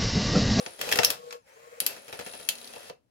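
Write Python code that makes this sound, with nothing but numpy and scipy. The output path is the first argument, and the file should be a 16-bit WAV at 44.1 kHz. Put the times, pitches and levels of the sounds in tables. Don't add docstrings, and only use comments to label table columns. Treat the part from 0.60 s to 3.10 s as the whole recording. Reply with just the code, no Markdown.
import sys
import numpy as np
from scipy import signal
from scipy.fft import rfft, irfft
from scipy.io import wavfile

SR = 44100
rng = np.random.default_rng(int(sys.argv[2]) if len(sys.argv) > 2 else 0)


def master(y):
    cut = np.clip(np.atleast_2d(y).T, -1, 1)
    pcm = np.round(cut * 32767)
    wavfile.write(sys.argv[1], SR, pcm.astype(np.int16))


N = 110250


def amp(db):
    return 10 ** (np.asarray(db) / 20)


def unit(x):
    return x / np.sqrt(np.mean(x ** 2) + 1e-20)


def by_hz(table, hz, column=1):
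    columns = np.transpose(table)
    return np.interp(np.log(hz + 1), np.log(columns[0]), columns[column])


def by_time(table):
    return np.interp(np.arange(N) / SR, *np.transpose(table))


def add(mix, start_s, sound):
    part = mix[:, max(round(start_s * SR), 0):][:, :sound.shape[1]]
    part += sound[:, :part.shape[1]]


def drift(cutoff_hz, size=N):
    hz = np.fft.rfftfreq(size, 1 / SR)
    return unit(irfft(rfft(rng.standard_normal(size)) / (1 + (hz / cutoff_hz) ** 4), size))


# (frequency [Hz], coherence [0-1], left minus right level [dB])
MIC_PAIR = [(80, 0, 3.5), (380, 0.92, 4.5), (1340, 0.2, 3.5), (5350, 0.08, -0.5), (12000, 0, 6)]
def noise(spectrum, size=N, band_hz=(1, SR)):
    hz = np.fft.rfftfreq(size, 1 / SR)
    left, independent = np.exp(2j * np.pi * rng.random((2, len(hz))))
    coherence = by_hz(MIC_PAIR, hz)
    right = coherence * left + np.sqrt(1 - coherence ** 2) * independent
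    low, high = band_hz
    detuning = (hz ** 2 - low * high) / ((hz + 1) * (high - low))
    gain = amp(by_hz(spectrum, hz)) / np.sqrt(1 + detuning ** 6)
    return unit(irfft(np.array([left, right]) * gain, size))


def burst(spectrum, band_hz, db, decay_s, size=4096, attack_share=0.36, grit_db=0.5):
    t = np.arange(size) / SR
    envelope = (1 - np.exp(-(t / (attack_share * decay_s)) ** 2)) * np.exp(-t / decay_s)
    contact = noise(spectrum, size, band_hz) * envelope * amp(grit_db * drift(1400, size))
    return amp(db) * unit(contact) * np.sqrt(SR / 100 / size)


# (time [s], rotation rate [turns/s])
MOTOR_SPEED = [(.2, 74), (.6, 92), (1.4, 79)]
# (time [s], level [dB])
BRUSH_LEVEL = [(0, -49.5), (.58, -78.5), (1.2, -91.5), (1.3, -62), (1.64, -56), (1.665, -50),
               (2.295, -59.5), (2.31, -100)]
GEAR_LEVEL = [(0, -47.5), (.18, -54), (.215, -37.5), (.39, -37), (.52, -39), (.6, -58.5), (.75, -55),
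              (.79, -79), (1.195, -77.5), (1.215, -48), (1.31, -42.5), (1.41, -57.5), (1.6, -51.5),
              (2.295, -49.5), (2.315, -89.5)]
MESH_LEVEL = [(1.19, -110), (1.22, -64.5), (1.8, -78), (1.95, -62), (2.29, -73.5), (2.32, -100)]
# (frequency [Hz], relative level [dB])
BRUSH_SPECTRUM = [(8500, -16.5), (9600, 14), (10600, 11), (11800, -17)]
GEAR_SPECTRUM = [(45, -31.5), (80, -9.5), (350, -4.5), (550, 7.5), (850, -3), (5000, -6.5), (8300, -13),
                 (12500, -15), (16000, -24.5)]
def loading_motor(wobble=0.0043, brush_swing_db=6, gear_depth=0.13, rough_db=0, teeth=3):
    turns_per_s = by_time(MOTOR_SPEED) * (1 + wobble * drift(8.1))
    angle = 2 * np.pi * np.cumsum(turns_per_s) / SR
    brush_pulse = np.cos(angle) + .5 * np.cos(2 * angle) + .5 * np.cos(angle / 2)
    brushes = noise(BRUSH_SPECTRUM) * unit(amp(brush_swing_db * brush_pulse))
    gears = noise(GEAR_SPECTRUM) * unit((1 + gear_depth * np.cos(angle)) * amp(rough_db * drift(350)))
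    hum = unit(np.sin(teeth * angle)) * amp(by_time(MESH_LEVEL))
    return brushes * amp(by_time(BRUSH_LEVEL)) + gears * amp(by_time(GEAR_LEVEL)) + hum


# (time [s], level [dB])
REEL_LEVEL = [(0, -38), (.14, -82), (.39, -35.5), (.58, -51), (.755, -41.5), (.82, -67), (.91, -57),
              (1.0, -55), (1.21, -50.5), (1.27, -100)]
# (time [s], frequency [Hz])
REEL_PITCH = [(0, 502), (.3, 484), (.8, 482), (.86, 340.5), (.99, 466), (1.1, 480)]
# (frequency ratio [1], relative level [dB])
WHINE_PARTIALS = [(1, 1.5), (1.3, -15), (2.29, -9), (15, -18)]
def reel_drive(waver=0.0014, flutter_db=4, cutoff_hz=462):
    hz = by_time(REEL_PITCH) * (1 + waver * drift(40))
    angle = 2 * np.pi * np.cumsum(hz) / SR
    whine = np.zeros(N)
    for ratio, db in WHINE_PARTIALS:
        high_pass = 1 / (1 + (cutoff_hz / (ratio * hz)) ** 20)
        whine += amp(db + flutter_db * drift(34)) * high_pass * np.sin(ratio * angle)
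    return unit(whine) * amp(by_time(REEL_LEVEL))


# (frequency [Hz], relative level [dB])
AIR_SPECTRUM = [(130, 0), (550, -8.5), (1200, -21.5), (16000, -35.5)]
def room_air(db=-74):
    return amp(db) * noise(AIR_SPECTRUM, band_hz=(60, SR))


# (frequency [Hz], relative level [dB])
CHASSIS_SPECTRUM = [(60, -16.5), (230, -8.5), (370, -10.5), (500, 4), (680, -0.5), (820, -7.5), (2700, -5),
                    (5500, -8.5), (8300, -14), (12000, -8.5), (16000, -19)]
BAND_EDGES_HZ = [60, 900, 2800, 7500, 17000]
def impact(levels_db, decay_s=0.0031, bass_extra_s=0.0065):
    return sum(burst(CHASSIS_SPECTRUM, BAND_EDGES_HZ[k:k + 2], db, decay_s + bass_extra_s * (k == 0))
               for k, db in enumerate(levels_db))


# (time [s], bass level [dB], middle and treble level [dB], top level [dB])
KNOCKS = [(.061, -36.5, -40, -68), (.191, -43.5, -49.5, -55), (.212, -42.5, -33, -34.5),
          (0.27, -34.5, -52, -51), (.289, -40.5, -37.5, -40), (.314, -31, -32.5, -36),
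          (.323, -36, -24.5, -29.5), (0.333, -34, -34.5, -40), (0.356, -32, -34, -34),
          (0.372, -34.5, -37, -38), (0.387, -20.5, -22.5, -36), (0.4319, -35, -27, -34),
          (0.441, -42, -33.5, -37), (0.707, -53.5, -46, -76), (.725, -48, -43.5, -52),
          (1.212, -42, -49, -51.5), (2.135, -48, -50, -56), (2.16, -40, -54, -59.5),
          (2.296, -37, -48.5, -61.5)]
def carriage():
    out = np.zeros((2, N))
    for start_s, bass, middle, top in KNOCKS:
        add(out, start_s, impact([bass, middle, middle, top]))
    return out


# (frequency [Hz], relative level [dB], 60 dB decay time [s])
FRAME_MODES = [(545, -13, .07), (1335, -15, .25), (1684, -17, .2), (2690, -15, .15), (5309, -12, .15)]
def frame_ring(blows, gain_db=3.5):
    t = np.arange(SR // 2) / SR
    response = np.zeros((2, len(t)))
    for hz, db, t60 in FRAME_MODES:
        envelope = amp(db - 60 * t / t60) / np.sqrt(t60 * SR)
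        response += envelope * np.sin(2 * np.pi * (hz * t + rng.random((2, 1))))
    return amp(gain_db) * signal.fftconvolve(blows, response, axes=1)[:, :N]


def table_top(start_s=0.388):
    out = np.zeros((2, N))
    add(out, start_s, burst(CHASSIS_SPECTRUM, band_hz=(86, 180), db=-46, decay_s=0.1, size=SR // 2))
    return out


# (time [s], bass level [dB], middle level [dB], treble level [dB], top level [dB],
# ring frequency [Hz], ring level [dB])
SNAPS = [(0.4467, -45, -36, -23.5, -20, 5670, -19.5), (0.503, -36.5, -31.5, -29, -26.5, 5350, -36.5),
         (1.2023, -48.5, -39.5, -31, -28.5, 9920, -27), (1.2639, -45, -34, -28, -24, 12000, -25),
         (1.8882, -44, -38.5, -24, -26, 3542, -25)]
def latches(decay_s=0.0015, bounce_s=0.0085, bounce_db=-13.5, ring_width_hz=1100):
    out = np.zeros((2, N))
    for start_s, *levels_db, ring_hz, ring_db in SNAPS:
        add(out, start_s, impact(levels_db, decay_s))
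        add(out, start_s + bounce_s, amp(bounce_db) * impact(levels_db, decay_s))
        band_hz = (ring_hz - ring_width_hz / 2, ring_hz + ring_width_hz / 2)
        add(out, start_s, burst(CHASSIS_SPECTRUM, band_hz, ring_db, decay_s=0.0016))
    return out


# (start [s], end [s], rate [ticks/s], level [dB])
TICK_RUNS = [(0.568, .705, 42, -66), (1.655, 1.85, 51.5, -53.5), (1.953, 2.1, 33, -47)]
# (frequency [Hz], relative level [dB])
TICK_SPECTRUM = [(1800, -8.5), (3600, 15.5), (16000, -3)]
def worm_gear(spread_db=2):
    out = np.zeros((2, N))
    for start_s, end_s, rate, db in TICK_RUNS:
        for tick_s in np.arange(start_s, end_s, 1 / rate):
            tick_db = db + spread_db * rng.standard_normal()
            add(out, tick_s, burst(TICK_SPECTRUM, (0, SR), tick_db, decay_s=0.0018))
    return out


# (time [s], level [dB])
TAPE_LEVEL = [(.81, -85), (.88, -58.5), (1.19, -55), (2.29, -69), (2.32, -100)]
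# (frequency [Hz], relative level [dB])
TAPE_SPECTRUM = [(60, -24), (380, -10.5), (540, 10.5), (800, -6), (2200, -1), (3300, -13), (7200, -12.5),
                 (16000, -22.5)]
def tape(rough_db=1):
    return noise(TAPE_SPECTRUM) * amp(rough_db * drift(250)) * amp(by_time(TAPE_LEVEL))


# (time [s], level [dB])
CAM_RUBS = [(1.363, -50), (1.48, -48), (1.526, -41.5), (1.59, -40), (1.662, -43), (1.735, -46.5),
            (1.796, -50)]
CAM_BANDS_DB = [1.5, -2, -4, -10]
def cam_gears(contacts=5, gap_s=0.0083, fall_db=3):
    out = np.zeros((2, N))
    for start_s, db in CAM_RUBS:
        for k, slip in enumerate(rng.random(contacts)):
            delay_s = gap_s * max(k - slip / 2, 0)
            add(out, start_s + delay_s, amp(db - fall_db * k) * impact(CAM_BANDS_DB))
    return out


# (frequency [Hz], reverberation time [s])
ROOM_T60 = [(3000, 0.18), (15000, 0.15)]
def room(direct, early_db=-4, early_decay_s=0.0032, early_cutoff_hz=1100, tail_db=-8):
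    t = np.arange(SR // 2) / SR
    hz, times, spectra = signal.stft(rng.standard_normal((2, len(t))), SR, nperseg=256)
    decay = amp(-60 * times / by_hz(ROOM_T60, hz)[:, None])
    tail = signal.istft(spectra * decay, SR, nperseg=256)[1][:, :len(t)]
    early = rng.standard_normal((2, len(t))) * np.exp(-t / early_decay_s) * (t > .001)
    high_pass = signal.butter(2, early_cutoff_hz, "highpass", fs=SR, output="sos")
    early = signal.sosfilt(high_pass, early)
    response = amp(tail_db) * unit(tail * (t > .006)) + amp(early_db) * unit(early)
    return signal.fftconvolve(direct, response / np.sqrt(len(t)), axes=1)[:, :N]


def scene():
    whine, rustle = reel_drive(), tape()
    blows = carriage() + cam_gears() + latches()
    direct = blows + frame_ring(blows) + loading_motor() + worm_gear() + rustle
    return direct + room(direct) + table_top() + whine + room_air()


def record(dry, left_lead_s=0.000471, cutoff_hz=16300):
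    hz = np.fft.rfftfreq(2 * N, 1 / SR)
    left_gain = amp(by_hz(MIC_PAIR, hz, column=2))
    right_delay = np.exp(-2j * np.pi * hz * left_lead_s)
    response = np.array([left_gain, right_delay]) * np.sqrt(2 / (1 + left_gain ** 2))
    heard = irfft(rfft(dry, 2 * N) * response)[:, :N]
    low_pass = signal.firwin(255, cutoff_hz, window=("kaiser", 9), fs=SR)
    return signal.oaconvolve(heard, low_pass[None], "same")


dry = scene()
out = record(dry)
master(out)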